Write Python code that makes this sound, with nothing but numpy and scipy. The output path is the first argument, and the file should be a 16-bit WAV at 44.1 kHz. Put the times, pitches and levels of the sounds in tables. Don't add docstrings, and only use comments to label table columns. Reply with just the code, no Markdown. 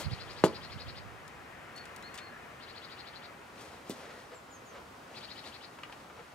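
import sys
import numpy as np
from scipy import signal
from scipy.fft import rfft, irfft
from scipy.io import wavfile

SR = 44100
rng = np.random.default_rng(int(sys.argv[2]) if len(sys.argv) > 2 else 0)


def file_out(sig):
    cols = np.atleast_2d(sig).T
    lim = np.clip(cols, -1, 1)
    pcm = np.round(lim * 32767).astype(np.int16)
    wavfile.write(sys.argv[1], SR, pcm)


N = 279946

# pitch_hz, weaker_db
EAR_SHADOW = [(300, -1.5), (1300, 3.5), (2400, 6), (4400, 9), (8000, 3.5), (15000, 0)]
# pitch_hz, lag_radians
EAR_LAG = [(100, 0), (500, 0.35), (1200, 0.67), (2400, 0.74), (4500, 1.75), (7000, 1.58), (15000, 0.74)]
# pitch_hz, fade_s
YARD_FADE = [(100, 0.57), (400, 0.17), (1000, 0.36), (3000, 0.16), (12000, 0.21)]

# pitch_hz, level_db
HUM_COLOUR = [(15, -61), (25, -31), (64, -2), (253, -1.5), (349, -2.5), (389, -2.5), (469, -2.5), (762, -2),
              (1380, -3), (1660, -10), (1800, -10.5), (2630, -13.5), (6730, -22), (15500, -33.5)]
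# pitch_hz, likeness_0_to_1
HUM_LIKENESS = [(60, 1), (250, 0.87), (650, 0.33), (1400, 0.14), (3000, 0.38), (7000, 0.49), (14000, 0.94)]
# time_s, level_db
CAR_SWELL = [(0, -54.5), (1, -56), (2.15, -51.5), (2.7, -55.5), (3.2, -54.5), (3.8, -62), (6.35, -61.5)]
# pitch_hz, level_db
TYRE_COLOUR = [(100, -2.5), (400, 1), (1100, 1), (1800, 3), (2600, -3.5), (3600, -16), (6000, -42),
               (12000, -48)]

# start_s, level_db, fade_s, brightness_db_per_octave
CLICKS_AND_SWISHES = [(0, -41, 0.17, 6), (.1475, -35, 0.013, -11), (.4388, -21.5, 0.022, -8),
                      (.4425, -29.5, 0.055, 0.5), (.4505, -33, 0.085, 0), (1.278, -43.5, 0.027, 2),
                      (1.761, -48, 0.056, 4), (1.777, -40, 0.054, -7), (1.854, -45, 0.035, 0),
                      (1.962, -40, 0.028, 4), (2.024, -45.5, .04, -2), (2.142, -41.5, 0.054, 0),
                      (2.153, -44, 0.056, 2), (2.176, -40, 0.044, -3), (2.183, -37, 0.074, -8),
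                      (3.607, -51, 0.31, 1), (3.896, -33.5, 0.013, 10), (3.903, -38, 0.042, 1),
                      (3.908, -43.5, 0.12, 0)]
# pitch_hz, level_db
CLICK_AND_SWISH_COLOUR = [(500, -32), (2000, -1), (3600, 5.5), (5800, 2), (7600, 2), (10000, -3.5),
                          (13000, -11), (15500, -15)]
# pitch_hz, level_db, fade_s
FITTING_TONES = [(2630, -5, .08), (3483, 0, .08), (3700, -1, .07), (4716, -3, .06), (7640, -3, .06),
                 (10300, -2, .05), (12600, -1, .05)]

# loudest_s, length_s, level_db
JACKET_RUSTLES = [(.005, 0.063, -45.5), (.35, 0.9, -59.5), (3.6, 0.092, -56.5), (3.68, 0.24, -59),
                  (3.96, 0.19, -55.5), (4.2, 0.43, -61), (5.18, 0.11, -59.5), (5.45, 0.87, -62.5),
                  (5.47, 0.096, -56), (5.97, 0.17, -65), (6.26, 0.36, -69)]
# pitch_hz, level_db
CLOTH_COLOUR = [(100, -1), (300, 7), (600, 6.5), (1200, 2), (2500, -2), (4500, -5), (7500, -11),
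                (11000, -17.5), (15000, -35)]
# loudest_s, length_s, level_db
MURMUR_AND_SCUFFS = [(.005, 0.048, -46), (.3, 2.3, -58), (3.75, .35, -58.5), (4.08, .24, -51.5),
                     (4.33, .06, -52), (4.76, 0.079, -50), (5.13, .2, -59), (6.0, 0.067, -63),
                     (6.19, 0.062, -54.5)]
# pitch_hz, level_db
MURMUR_AND_SCUFF_COLOUR = [(100, -41), (300, -21), (470, 6.5), (600, -1), (800, -6.5), (1200, -6),
                           (1850, -8.5), (2400, -11.5), (8000, -30), (15000, -62)]

# loudest_s, level_db
BREEZE_PUFFS = [(.068, -30), (.127, -30.5), (.755, -40), (.875, -38), (1.06, -46)]
# pitch_hz, level_db
BREEZE_COLOUR = [(25, -43), (50, -5), (100, 0.5), (160, -4), (250, -19.5), (600, -53), (2000, -80)]

# first_chirp_s, chirp_count, first_gap_s, gap_growth_s, level_db, pitch_factor
CHIRP_RUNS = [(.053, 3, 0.083, 0, -38.5, 1.03), (.313, 9, 0.084, 0, -40, 1.043),
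              (2.639, 9, .0685, 0.0024, -42.5, .995), (5.181, 7, 0.067, 0.0042, -40, 1.003)]
# time_from_loudest_s, pitch_hz, level_db
CHIRP_TONE = [(-.042, 2830, -9), (-.032, 3006, -1), (-.021, 3510, -3.5), (-.011, 4350, -3),
              (.005, 4510, -5.5), (.014, 4500, -30), (0.021, 4450, -20)]
# time_from_loudest_s, level_db
RASP_SWELL = [(-.042, -28), (-.027, -15), (-.012, -3), (0, -1.5), (.01, -7), (.022, -30)]
# pitch_hz, level_db
THROAT_COLOUR = [(1200, -17), (1800, -8), (2300, -5), (2800, -11), (3500, -10.5), (4100, -1), (4600, -3.5),
                 (5050, -9.5), (5500, -24), (7200, -34), (10000, -56)]

# start_s, level_db, brightness_hz, pitch_factor
MOTORCYCLE_BLOWS = [(0.438, -11.5, 2980, 0.94), (3.8953, -32, 720, 0.716)]
# pitch_hz, level_db, fade_s
MOTORCYCLE_TONES = [(154, -42, 0.042), (189, -11.5, 0.051), (347, -15.5, 0.17), (397.8, -7, 0.11),
                    (481, -2.5, 0.05), (570, -2, 0.032), (683, -5.5, 0.046), (916, -1.5, 0.022),
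                    (1077, -12, 0.025), (1256, -9.5, 0.017), (1520, -18, 0.022), (3000, -9, 0.0033)]
# delay_s, level_db
DRIVE_ECHOES = [(.0052, -10), (.0098, -11), (0.0208, -19.5), (0.0256, -14.5), (.044, -30), (0.062, -31),
                (0.094, -31.5)]

# start_s, length_s, top_pitch_hz, upward_scoop_hz, level_db
ARCHED_WHISTLES = [(1.747, 0.08, 4420, 120, -49), (2.023, 0.077, 4360, 900, -51),
                   (2.191, 0.104, 4343, 554, -55.5)]
# start_s, length_s, first_pitch_hz, level_db
FALLING_WHISTLES = [(4.338, .056, 7940, -59.5), (4.495, .09, 7470, -57), (4.648, .08, 7120, -61.5)]
# loudest_s, length_s, pitch_hz, level_db
FAR_CALLS = [(2.343, 0.19, 1720, -58), (4.167, .13, 1870, -59)]

# start_s, level_db, fade_s, brightness_db_per_octave
GEAR_TAPS = [(5.786, -42.5, .04, -2.5), (5.833, -35, 0.03, 0.5), (5.852, -62, .04, -3),
             (5.896, -45.5, 0.035, -8), (5.924, -44.5, 0.046, 3), (6.099, -48.5, 0.056, -4),
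             (6.192, -45, 0.045, -6)]
# pitch_hz, level_db
TAP_COLOUR = [(200, -38), (700, -4.5), (1350, -0.5), (2200, -3.5), (2900, -1.5), (4000, -14.5),
              (8000, -27.5), (15000, -46)]


def gain(db):
    return 10 ** (np.asarray(db) / 20)


def normalise(sound):
    return sound / np.sqrt(np.mean(sound ** 2) + 1e-20)


def look_up(table, hz):
    pitches, values = np.transpose(table)
    return np.interp(np.log(hz + 1), np.log(pitches + 1), values)


def add(mix, start_s, sound):
    part = mix[max(round(start_s * SR), 0):][:len(sound)]
    part += sound[:len(part)]


def noise(colour, size=N):
    strength = gain(look_up(colour, np.fft.rfftfreq(size, 1 / SR)))
    return normalise(irfft(rfft(rng.standard_normal(size)) * strength, size))


def wander(size, hz):
    return np.interp(np.arange(size) * hz / SR, np.arange(size), rng.standard_normal(size))


def ring(tones, t):
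    return sum(gain(db - 60 * t / fade_s) * np.sin(2 * np.pi * hz * t) for hz, db, fade_s in tones)


def swells(rows):
    t = np.arange(N) / SR
    powers = (gain(db) ** 2 * np.exp(-8 * ((t - peak_s) / length_s) ** 2) for peak_s, length_s, db in rows)
    return np.sqrt(sum(powers))


def bursts(rows, colour):
    t, out = np.arange(SR // 8) / SR, np.zeros(N)
    rise = 1 - np.exp(-t / 0.00039)
    for start_s, db, fade_s, brightness in rows:
        tilted = [(hz, colour_db + brightness * np.log2(hz)) for hz, colour_db in colour]
        add(out, start_s, rise * gain(db - 60 * t / fade_s) * noise(tilted, len(t)))
    return out


def from_left(sound, side):
    hz = np.fft.rfftfreq(N, 1 / SR)
    left = gain(side * look_up(EAR_SHADOW, hz) / 2)
    right = np.exp(-1j * side * look_up(EAR_LAG, hz)) / left
    return irfft(rfft(sound) * np.array([left, right]), N)


def scatter(sound, linger):
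    hz, t, bands = signal.stft(rng.standard_normal((2, SR // 2)), SR, nperseg=256)
    fade_s = linger * look_up(YARD_FADE, hz)[:, None]
    tail = signal.istft(bands * gain(-60 * t / fade_s), SR, nperseg=256)[1]
    tail *= np.minimum(np.arange(tail.shape[1]) / (0.005 * SR), 1)
    return signal.fftconvolve(sound, tail / np.linalg.norm(tail[0]), axes=1)[:, :N]


def traffic():
    alike = np.clip(look_up(HUM_LIKENESS, np.fft.rfftfreq(N, 1 / SR)), 0, 1)
    left, other = noise(HUM_COLOUR), noise(HUM_COLOUR)
    right = irfft(alike * rfft(left) + np.sqrt(1 - alike ** 2) * rfft(other), N)
    hum = gain(-52.5 + 0.5 * wander(N, hz=4.8)) * np.array([left, right])
    car_db = np.interp(np.arange(N) / SR, *np.transpose(CAR_SWELL)) + 0.5 * wander(N, hz=7.4)
    car = from_left(gain(car_db) * noise(TYRE_COLOUR), side=1.2)
    return hum + car + gain(-5.5) * scatter(car, linger=0.57)


def clicks_and_swishes():
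    dry = bursts(CLICKS_AND_SWISHES, CLICK_AND_SWISH_COLOUR)
    metal = ring(FITTING_TONES, np.arange(SR // 4) / SR)
    ringing = signal.fftconvolve(dry, metal / np.linalg.norm(metal))[:N]
    near = from_left(dry + gain(-20.5) * ringing, side=0.82)
    return gain(-4) * near + gain(-16.5) * scatter(near, linger=0.77)


def jacket():
    roughness = gain(1.5 * wander(N, hz=159.7) + 1.6 * wander(N, hz=23.51))
    near = from_left(swells(JACKET_RUSTLES) * roughness * noise(CLOTH_COLOUR), side=0.92)
    return gain(3.5) * near + gain(-14) * scatter(near, linger=0.36)


def murmur_and_scuffs():
    roughness = gain(2 * wander(N, hz=68.1))
    near = from_left(swells(MURMUR_AND_SCUFFS) * roughness * noise(MURMUR_AND_SCUFF_COLOUR), side=0.18)
    return gain(-0.5) * near + gain(-7) * scatter(near, linger=0.45)


def breeze(hold_s=1.05, fade_db_per_s=40, puff_s=0.036):
    dying_s = np.maximum(np.arange(N) / SR - hold_s, 0)
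    steady = gain(-50.5 - fade_db_per_s * dying_s)
    puffs = swells([(peak_s, puff_s, db) for peak_s, db in BREEZE_PUFFS])
    right = noise(BREEZE_COLOUR)
    left = gain(-9) * noise(BREEZE_COLOUR) - gain(-16.5) * right
    return np.hypot(steady, puffs) * np.array([left, gain(0.5) * right])


def chirp_timing(ends_db=-1.2, tiring_db=-1):
    for first_s, count, gap_s, growth_s, db, pitch_factor in CHIRP_RUNS:
        for k in range(round(count)):
            along = k / (round(count) - 1) - 0.5
            peak_s = first_s + k * gap_s + growth_s * k * (k - 1) / 2
            yield peak_s, db + ends_db * (2 * along) ** 2 + tiring_db * along, pitch_factor


def bird_trills():
    times_s, pitches_hz, tone_db = np.transpose(CHIRP_TONE)
    t, out = np.arange(times_s[0], times_s[-1], 1 / SR), np.zeros(N)
    rasp_swell = gain(np.interp(t, *np.transpose(RASP_SWELL)))
    for peak_s, db, pitch_factor in chirp_timing():
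        tone_hz = pitch_factor * np.interp(t, times_s, pitches_hz) * (1 + 0.08 * wander(len(t), hz=1300))
        tone = np.sin(2 * np.pi * np.cumsum(tone_hz) / SR) * gain(np.interp(t, times_s, tone_db) - 3)
        throat = [(hz * pitch_factor, colour_db) for hz, colour_db in THROAT_COLOUR]
        rasp = noise(throat, len(t)) * rasp_swell
        pulse_hz = 380 * (1 + 0.264 * wander(len(t), hz=305))
        pulses = normalise(1 + 0.6 * np.cos(2 * np.pi * np.cumsum(pulse_hz) / SR))
        add(out, peak_s + times_s[0], gain(db - 7.5) * pulses * (tone + rasp))
    near = from_left(out, side=1.08)
    return near + gain(-5.5) * scatter(near, linger=1.07)


def motorcycle_knocks(crossing_s=0.001):
    t, direct, echoes = np.arange(SR // 3) / SR, np.zeros(N), np.zeros(N)
    for start_s, db, brightness_hz, pitch_factor in MOTORCYCLE_BLOWS:
        ringing = ring(MOTORCYCLE_TONES, t * pitch_factor)
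        add(direct, start_s, gain(db) * signal.lfilter(*signal.butter(2, brightness_hz, fs=SR), ringing))
    direct = signal.lfilter(*signal.butter(3, 130, "highpass", fs=SR), direct)
    lag_cycles = 2 * crossing_s * np.sqrt(1000 * np.fft.rfftfreq(N, 1 / SR))
    direct = irfft(rfft(direct) * np.exp(-2j * np.pi * lag_cycles), N)
    for delay_s, db in DRIVE_ECHOES:
        add(echoes, delay_s, gain(db) * direct)
    near = from_left(direct + echoes, side=0.98)
    blur = scatter(near, linger=1.25)
    return near + gain(-18) * blur.mean(0) + gain(-22) * blur


def whistle(pitch_hz, db):
    size = len(pitch_hz)
    fluttering_hz = pitch_hz * (1 + 0.0077 * wander(size, hz=246))
    loudness = gain(db + 0.62 * wander(size, hz=90)) * signal.windows.tukey(size, 0.52)
    return loudness * np.sin(2 * np.pi * np.cumsum(fluttering_hz) / SR)


def bird_whistles(scoop_s=0.0119, sag_hz=600, fall_hz_per_s=16000):
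    out = np.zeros(N)
    for start_s, length_s, top_hz, scoop_hz, db in ARCHED_WHISTLES:
        t = np.arange(0, length_s, 1 / SR)
        arch_hz = top_hz - sag_hz * (t / length_s - 0.49) ** 2
        add(out, start_s, whistle(arch_hz - scoop_hz * np.exp(-t / scoop_s), db))
    for start_s, length_s, first_hz, db in FALLING_WHISTLES:
        t = np.arange(0, length_s, 1 / SR)
        add(out, start_s, whistle(first_hz - fall_hz_per_s * t, db))
    add(out, 0.026, gain(-16) * out)
    near = from_left(out, side=0.48)
    return near + gain(-8) * scatter(near, linger=1.8)


def far_bird_calls(width_hz=130):
    out = np.zeros(N)
    for peak_s, length_s, hz, db in FAR_CALLS:
        band_filter = signal.butter(2, [hz - width_hz / 2, hz + width_hz / 2], "bandpass", fs=SR)
        band = signal.lfilter(*band_filter, rng.standard_normal(N))
        out += swells([(peak_s, length_s, db)]) * normalise(band)
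    return from_left(out, side=0.5)


def gear_taps():
    near = from_left(bursts(GEAR_TAPS, TAP_COLOUR), side=0.75)
    return near + gain(-5) * scatter(near, linger=0.78)


def scene():
    return (traffic() + clicks_and_swishes() + jacket() + murmur_and_scuffs() + breeze() + bird_trills()
            + motorcycle_knocks() + bird_whistles() + far_bird_calls() + gear_taps())


def record(dry, lowest_hz=35, highest_hz=15750):
    no_rumble = signal.sosfilt(signal.butter(2, lowest_hz, "highpass", fs=SR, output="sos"), dry)
    hiss_filter = signal.firwin(511, highest_hz, window=("kaiser", 9), fs=SR)
    return signal.oaconvolve(no_rumble, hiss_filter[None], "same")


dry = scene()
out = record(dry)
file_out(out)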